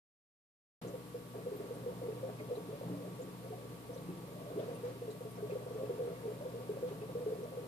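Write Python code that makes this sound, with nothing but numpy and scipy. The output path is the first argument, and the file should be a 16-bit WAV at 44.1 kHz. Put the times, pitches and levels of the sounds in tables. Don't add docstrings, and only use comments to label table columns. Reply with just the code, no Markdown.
import sys
import numpy as np
from scipy import signal
from scipy.fft import rfft, irfft, next_fast_len
from scipy.io import wavfile

SR = 44100
rng = np.random.default_rng(int(sys.argv[2]) if len(sys.argv) > 2 else 0)


def unload_wav(signal):
    wavfile.write(
        sys.argv[1],
        SR,
        np.round(np.clip(np.atleast_2d(signal).T, -1, 1) * 32767).astype(np.int16),
    )


N = 338247
LEFT_LEAD_MS = 0.31

# f/Hz, coherence/1
COHERENCE = [(30, 0.71), (130, 0.97), (300, 0.99), (630, 0.88), (1000, 1), (1400, 0), (15000, 0)]
# f/Hz, t60/s
ROOM_DECAY = [(100, 0.91), (500, 0.19), (2000, 0.067), (12000, 0.07)]
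# f/Hz, relative density/dB
HISS_SPECTRUM = [(100, -4.5), (2000, 0.5), (4000, 0), (6200, -5), (8000, -0.75), (10000, 0), (15000, -1)]
# mains multiple/1, left rms/dB, right rms/dB, left lead/rad
PUMP_HARMONICS = [(1, -72, -68, 1.2), (2, -55, -55.5, 0.2), (3, -56, -61.5, 0.5), (4, -64.5, -63.5, 0.5),
                  (5, -61.5, -67.5, 1.64), (7, -81, -78, -1.8), (8, -61.5, -65.5, -0.04),
                  (12, -75.5, -83, -0.5), (17, -85, -75, 0.5), (18, -96, -75, 4.5), (19, -67, -68.5, -0.86)]
# f/Hz, width/Hz, relative level/dB
LID_MODES = [(85, 7.7, -4), (931, 17.4, 4)]
# t/s, level/dB
FLOW_CURVE = [(.82, 1), (1.25, -5), (1.6, 1.5), (2.6, 0), (3.1, 1), (3.55, -2), (4.35, 0), (4.7, 3),
              (5.25, -3), (5.9, 2), (6.5, 0.5), (6.87, 1), (7.2, 0.5), (7.66, -2)]
# f/Hz, relative density/dB
FIZZ_SPECTRUM = [(300, -5.5), (800, 1), (1150, 8.5), (1450, -1), (2200, -2.5), (3800, -6.5), (6000, -12),
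                 (15000, -39)]
# t/s, length/s, level/dB
SURFACE_SPLASHES = [(.81, 0.055, -56), (2.72, .15, -64), (4.57, 0.19, -62), (4.83, 0.12, -59),
                    (5.48, 0.11, -61), (6.86, 0.093, -58.5)]
# t/s, level/dB, f/Hz
SURFACE_TICKS = [(.874, -55, 6940), (1.562, -54, 13100), (1.742, -57, 8800), (2.388, -50.5, 2120),
                 (2.552, -56.5, 4070), (3.217, -57, 7150), (3.937, -58, 5770), (3.971, -58.5, 4070),
                 (4.593, -51, 3550), (4.746, -55, 9400), (5.102, -57, 3960), (5.106, -58, 7550),
                 (5.309, -55.5, 10300), (5.502, -55, 2500), (6.148, -57, 2160), (7.009, -58, 2600)]
# f/Hz, relative density/dB
CHURN_SPECTRUM = [(25, -52), (55, -41), (75, -31), (100, -17), (125, -3), (170, 0), (215, -11.5), (285, -6),
                  (355, -11.5), (470, -15), (670, -21.5), (770, -19.5), (1500, -34.5), (5000, -61)]
# f/Hz, relative density/dB
FROTH_SPECTRUM = [(40, -60), (150, -22), (340, -20.5), (400, 2), (480, 0), (550, -2.5), (610, -11),
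                  (680, -2.5), (770, -20), (1500, -26.5), (5000, -54)]
# t/s, length/s, level/dB
FROTH_SPURTS = [(.865, 0.066, -50), (1.335, 0.078, -45.5), (1.9, 0.1, -53.5), (2.28, 0.037, -41.5),
                (2.98, 0.049, -55), (3.425, 0.062, -48.5), (4.4, 0.045, -51), (4.485, 0.096, -47),
                (4.565, 0.13, -46), (5.37, 0.049, -45.5), (6.05, 0.1, -45), (7.61, 0.1, -51)]
# t/s, level/dB, then the pocket's level/dB, f/Hz, length/s, rise/(octaves per s)
AIR_GULPS = [(.82, -44.5, -51, 285.6, 0.069, 2.1), (2.86, -37, -42, 282.5, 0.092, 0.6),
             (4.055, -38, -39.5, 333, 0.026, 4.7), (4.524, -44, -36, 236.7, 0.062, 28)]
# f/Hz, level re gulp/dB, t60/s
COLUMN_MODES = [(153.6, -4.5, 0.37), (173.3, -1.5, 0.27)]
# t/s, level/dB, f/Hz, t60/s
LARGE_BUBBLES = [(.846, -31, 475, 0.063), (.939, -30, 506, 0.077), (1.143, -29, 477.6, 0.1),
                 (1.459, -30.5, 492, 0.16), (1.516, -32.5, 406, .2), (1.598, -25.5, 415, 0.056),
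                 (1.707, -27, 473, 0.053), (1.861, -27.5, 478, 0.15), (2.016, -28.5, 498, 0.074),
                 (2.031, -34.5, 476, 0.17), (2.083, -23, 438, 0.061), (2.228, -29.5, 517, 0.18),
                 (2.29, -34, 640, 0.057), (2.396, -42, 422, 0.29), (2.509, -26.5, 478.6, 0.12),
                 (2.571, -28.5, 442, 0.071), (2.687, -35, 424, 0.12), (2.811, -27, 536, 0.041),
                 (3.188, -36.5, 496, 0.18), (3.504, -37, 432, 0.15), (3.522, -40.5, 716, .12),
                 (3.892, -30, 475, 0.058), (3.959, -32.5, 513, 0.082), (4.679, -27, 480, 0.045),
                 (4.833, -33.5, 478, 0.31), (5.016, -34.5, 468, 0.16), (5.079, -29.5, 433, 0.067),
                 (5.206, -31, 487, 0.065), (5.25, -35, 436, 0.15), (5.424, -30, 416, 0.13),
                 (5.497, -26.5, 496, 0.041), (5.518, -29, 403, 0.12), (5.553, -24.5, 495, 0.066),
                 (5.663, -25, 472, 0.043), (5.707, -30.5, 472, 0.077), (5.753, -26.5, 440, 0.065),
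                 (5.785, -36.5, 512.5, 0.33), (5.832, -25, 420, 0.041), (5.892, -25, 476, 0.1),
                 (5.903, -33, 386, 0.14), (5.99, -28.5, 496, 0.15), (6.013, -30.5, 468, 0.19),
                 (6.043, -37, 472, 0.45), (6.253, -26.5, 452, 0.095), (6.276, -30.5, 422.5, 0.12),
                 (6.406, -35, 558, 0.087), (6.45, -32, 496, .2), (6.539, -35.5, 459, 0.25),
                 (6.692, -24.5, 417, 0.086), (6.768, -33, 539, 0.11), (6.825, -28.5, 486, 0.24),
                 (6.91, -29, 404, .065), (7.015, -33, 434, 0.13), (7.093, -32, 515, 0.056),
                 (7.15, -27.5, 469, 0.14), (7.206, -33, 483, 0.14), (7.262, -23.5, 430, 0.11),
                 (7.304, -31.5, 514, 0.096), (7.319, -27.5, 447, 0.14), (7.387, -29.5, 412, 0.078),
                 (7.428, -30, 474, 0.081), (7.52, -31.5, 515, 0.048), (7.571, -29.5, 478, 0.095)]


def gain(db):
    return 10 ** (np.asarray(db) / 20)


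def unit_rms(x):
    return x / np.sqrt(np.mean(x ** 2) + 1e-20)


def at_hz(table, hz):
    table_hz, value = np.transpose(table)
    return np.interp(np.log(hz + 1), np.log(table_hz + 1), value)


def add(mix, start_s, sound):
    part = mix[max(round(start_s * SR), 0):][:len(sound)]
    part += sound[:len(part)]


def drift(max_hz):
    t = np.arange(0, N, 128) / SR
    hz = max_hz * np.geomspace(0.1, 1, 20)
    wander = np.sin(2 * np.pi * (hz * t[:, None] + rng.random(len(hz)))).sum(1)
    return np.interp(np.arange(N) / SR, t, unit_rms(wander))


def flow_gain():
    return gain(np.interp(np.arange(N) / SR, *np.transpose(FLOW_CURVE)))


def swells(rows):
    power, t = np.zeros(N), np.arange(SR) / SR
    for start_s, length_s, db in rows:
        age = np.pi * t / length_s
        add(power, start_s, (gain(db) * age * np.exp(1 - age)) ** 2)
    return np.sqrt(power)


def noise(spectrum_db, lead_ms=LEFT_LEAD_MS):
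    size = next_fast_len(N)
    hz = np.fft.rfftfreq(size, 1 / SR)
    left, other = rfft(rng.standard_normal((2, size)))
    coherence = at_hz(COHERENCE, hz)
    delay = np.exp(-2j * np.pi * hz * lead_ms / 1000)
    right = (coherence * left + np.sqrt(1 - coherence ** 2) * other) * delay
    return unit_rms(irfft(np.array([left, right]) * gain(spectrum_db(hz)), size)[:, :N])


def bubble(db, hz, t60_s, glide_per_s, rise_s):
    t = np.arange(SR // 4) / SR
    envelope = (1 - np.exp(-t / rise_s)) * gain(-60 * t / t60_s)
    return gain(db) * envelope * np.sin(2 * np.pi * hz * (t + glide_per_s * t ** 2 / 2))


def room(x, wet_db):
    taps = np.zeros((2, SR // 2))
    slots = np.arange(SR // 200, SR // 2 - 20, 20)
    arrivals = slots + rng.integers(0, 20, (2, len(slots)))
    np.put_along_axis(taps, arrivals, rng.choice([-1., 1.], arrivals.shape), 1)
    hz, t, spectra = signal.stft(taps, SR, nperseg=256)
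    coherence = at_hz(COHERENCE, hz)[:, None]
    spectra[1] = coherence * spectra[0] + np.sqrt(1 - coherence ** 2) * spectra[1]
    decay = gain(-60 * t / at_hz(ROOM_DECAY, hz)[:, None])
    tail = signal.istft(spectra * decay, SR, nperseg=256)[1]
    wet = signal.fftconvolve(x[None], tail / np.linalg.norm(tail[0]), axes=1)[:, :N]
    left, right = x + gain(wet_db) * wet
    n = np.arange(N)
    return np.array([left, np.interp(n - LEFT_LEAD_MS * SR / 1000, n, right)])


def hiss(rms_db=-60):
    return gain(rms_db) * noise(lambda hz: at_hz(HISS_SPECTRUM, hz), lead_ms=0)


def pump(mains_hz=60, whine_hz=10202, waver_db=1.2):
    t = np.arange(N) / SR
    cycles = mains_hz * t + 0.0059 * drift(1.475)
    hum = np.zeros((2, N))
    for multiple, left_db, right_db, lead_rad in PUMP_HARMONICS:
        phase = 2 * np.pi * (multiple * cycles + rng.random())
        level = gain(waver_db * drift(2.9)) * gain([[left_db], [right_db]])
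        hum += level * np.sin([phase, phase - lead_rad])
    whine = gain([[-95], [-86]]) * np.sin(2 * np.pi * whine_hz * t)
    return np.sqrt(2) * (hum + whine)


def lid_ring(rms_db=-66):
    def spectrum_db(hz):
        power = sum(gain(db) ** 2 / width_hz / (1 + ((hz - mode_hz) / width_hz) ** 2) ** 2
                    for mode_hz, width_hz, db in LID_MODES)
        return 10 * np.log10(power)
    return gain(rms_db) * noise(spectrum_db)


def fizz(base_db=-61.5, flow_exponent=0.39):
    bed = gain(base_db) * flow_gain() ** flow_exponent
    return noise(lambda hz: at_hz(FIZZ_SPECTRUM, hz)) * np.hypot(bed, swells(SURFACE_SPLASHES))


def ticks(faint_count=40, ring_cycles=100, snap_t60_s=0.028):
    out, t = np.zeros(N), np.arange(SR // 4) / SR
    faint = [(when * N / SR, -71 + 7 * strength, 1300 * 8 ** pitch)
             for when, strength, pitch in rng.random((faint_count, 3))]
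    for start_s, db, hz in list(SURFACE_TICKS) + faint:
        band = signal.butter(2, [hz * 0.9, min(hz * 1.12, SR / 2.2)], "bandpass", fs=SR)
        snap = unit_rms(signal.lfilter(*band, rng.standard_normal(len(t))))
        snap *= gain(db - 2 - 60 * t / snap_t60_s)
        ring = bubble(db, hz, ring_cycles / hz, glide_per_s=0.73, rise_s=0.00032)
        add(out, start_s, ring + snap)
    return room(out, wet_db=6)


def churn(base_db=-52, waver_db=0.81, surge_s=0.1, surge_re_gulp_db=-10.5):
    rumble = noise(lambda hz: at_hz(CHURN_SPECTRUM, hz), lead_ms=0.17)
    bed = gain(base_db + waver_db * drift(14)) * flow_gain()
    surges = swells((start_s, surge_s, db + surge_re_gulp_db) for start_s, db, *_ in AIR_GULPS)
    return rumble * np.hypot(bed, surges)


def froth(base_db=-56.5, waver_db=1.05, flow_exponent=2.3, puff_s=0.068):
    wash = noise(lambda hz: at_hz(FROTH_SPECTRUM, hz))
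    bed = gain(base_db + waver_db * drift(11)) * flow_gain() ** flow_exponent
    puffs = [(start_s, puff_s, -39 + 0.41 * db) for start_s, db, *_ in LARGE_BUBBLES]
    return wash * np.hypot(bed, swells(puffs + list(FROTH_SPURTS)))


def gulps(pocket_lag_s=0.028):
    out = np.zeros(N)
    for start_s, gulp_db, pocket_db, pocket_hz, length_s, octaves_per_s in AIR_GULPS:
        for hz, mode_db, t60_s in COLUMN_MODES:
            add(out, start_s, bubble(gulp_db + mode_db, hz, t60_s, glide_per_s=0.67, rise_s=0.0096))
        t = np.arange(0, length_s, 1 / SR)
        cycles = np.cumsum(pocket_hz * 2 ** (octaves_per_s * t)) / SR
        envelope = gain(pocket_db) * np.sin(np.pi * t / length_s)
        add(out, start_s + pocket_lag_s, envelope * np.sin(2 * np.pi * cycles))
    return room(out, wet_db=-11)


def gurgle(weak_count=110):
    large, weak = np.zeros((2, N))
    for start_s, db, hz, t60_s in LARGE_BUBBLES:
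        add(large, start_s, bubble(db, hz, t60_s, glide_per_s=0.77, rise_s=0.0035))
    for when, strength, pitch, glide in rng.random((weak_count, 4)):
        db, hz = -50 + 8 * strength, 375 + 240 * pitch
        add(weak, when * N / SR, bubble(db, hz, t60_s=0.14, glide_per_s=4 * glide, rise_s=0.0011))
    return room(large + weak * flow_gain() ** 2, wet_db=-12)


def scene():
    return pump() + gurgle() + gulps() + ticks() + churn() + froth() + lid_ring() + fizz() + hiss()


def record(dry):
    start_s, fade_s, cutoff_hz = 0.814, 0.003, 14650
    gate = np.clip((np.arange(N) / SR - start_s) / fade_s, 0, 1)
    lowpass = signal.firwin(511, cutoff_hz, window=("kaiser", 9), fs=SR)
    return signal.oaconvolve(dry * gate, lowpass[None], "same")


dry = scene()
out = record(dry)
unload_wav(out)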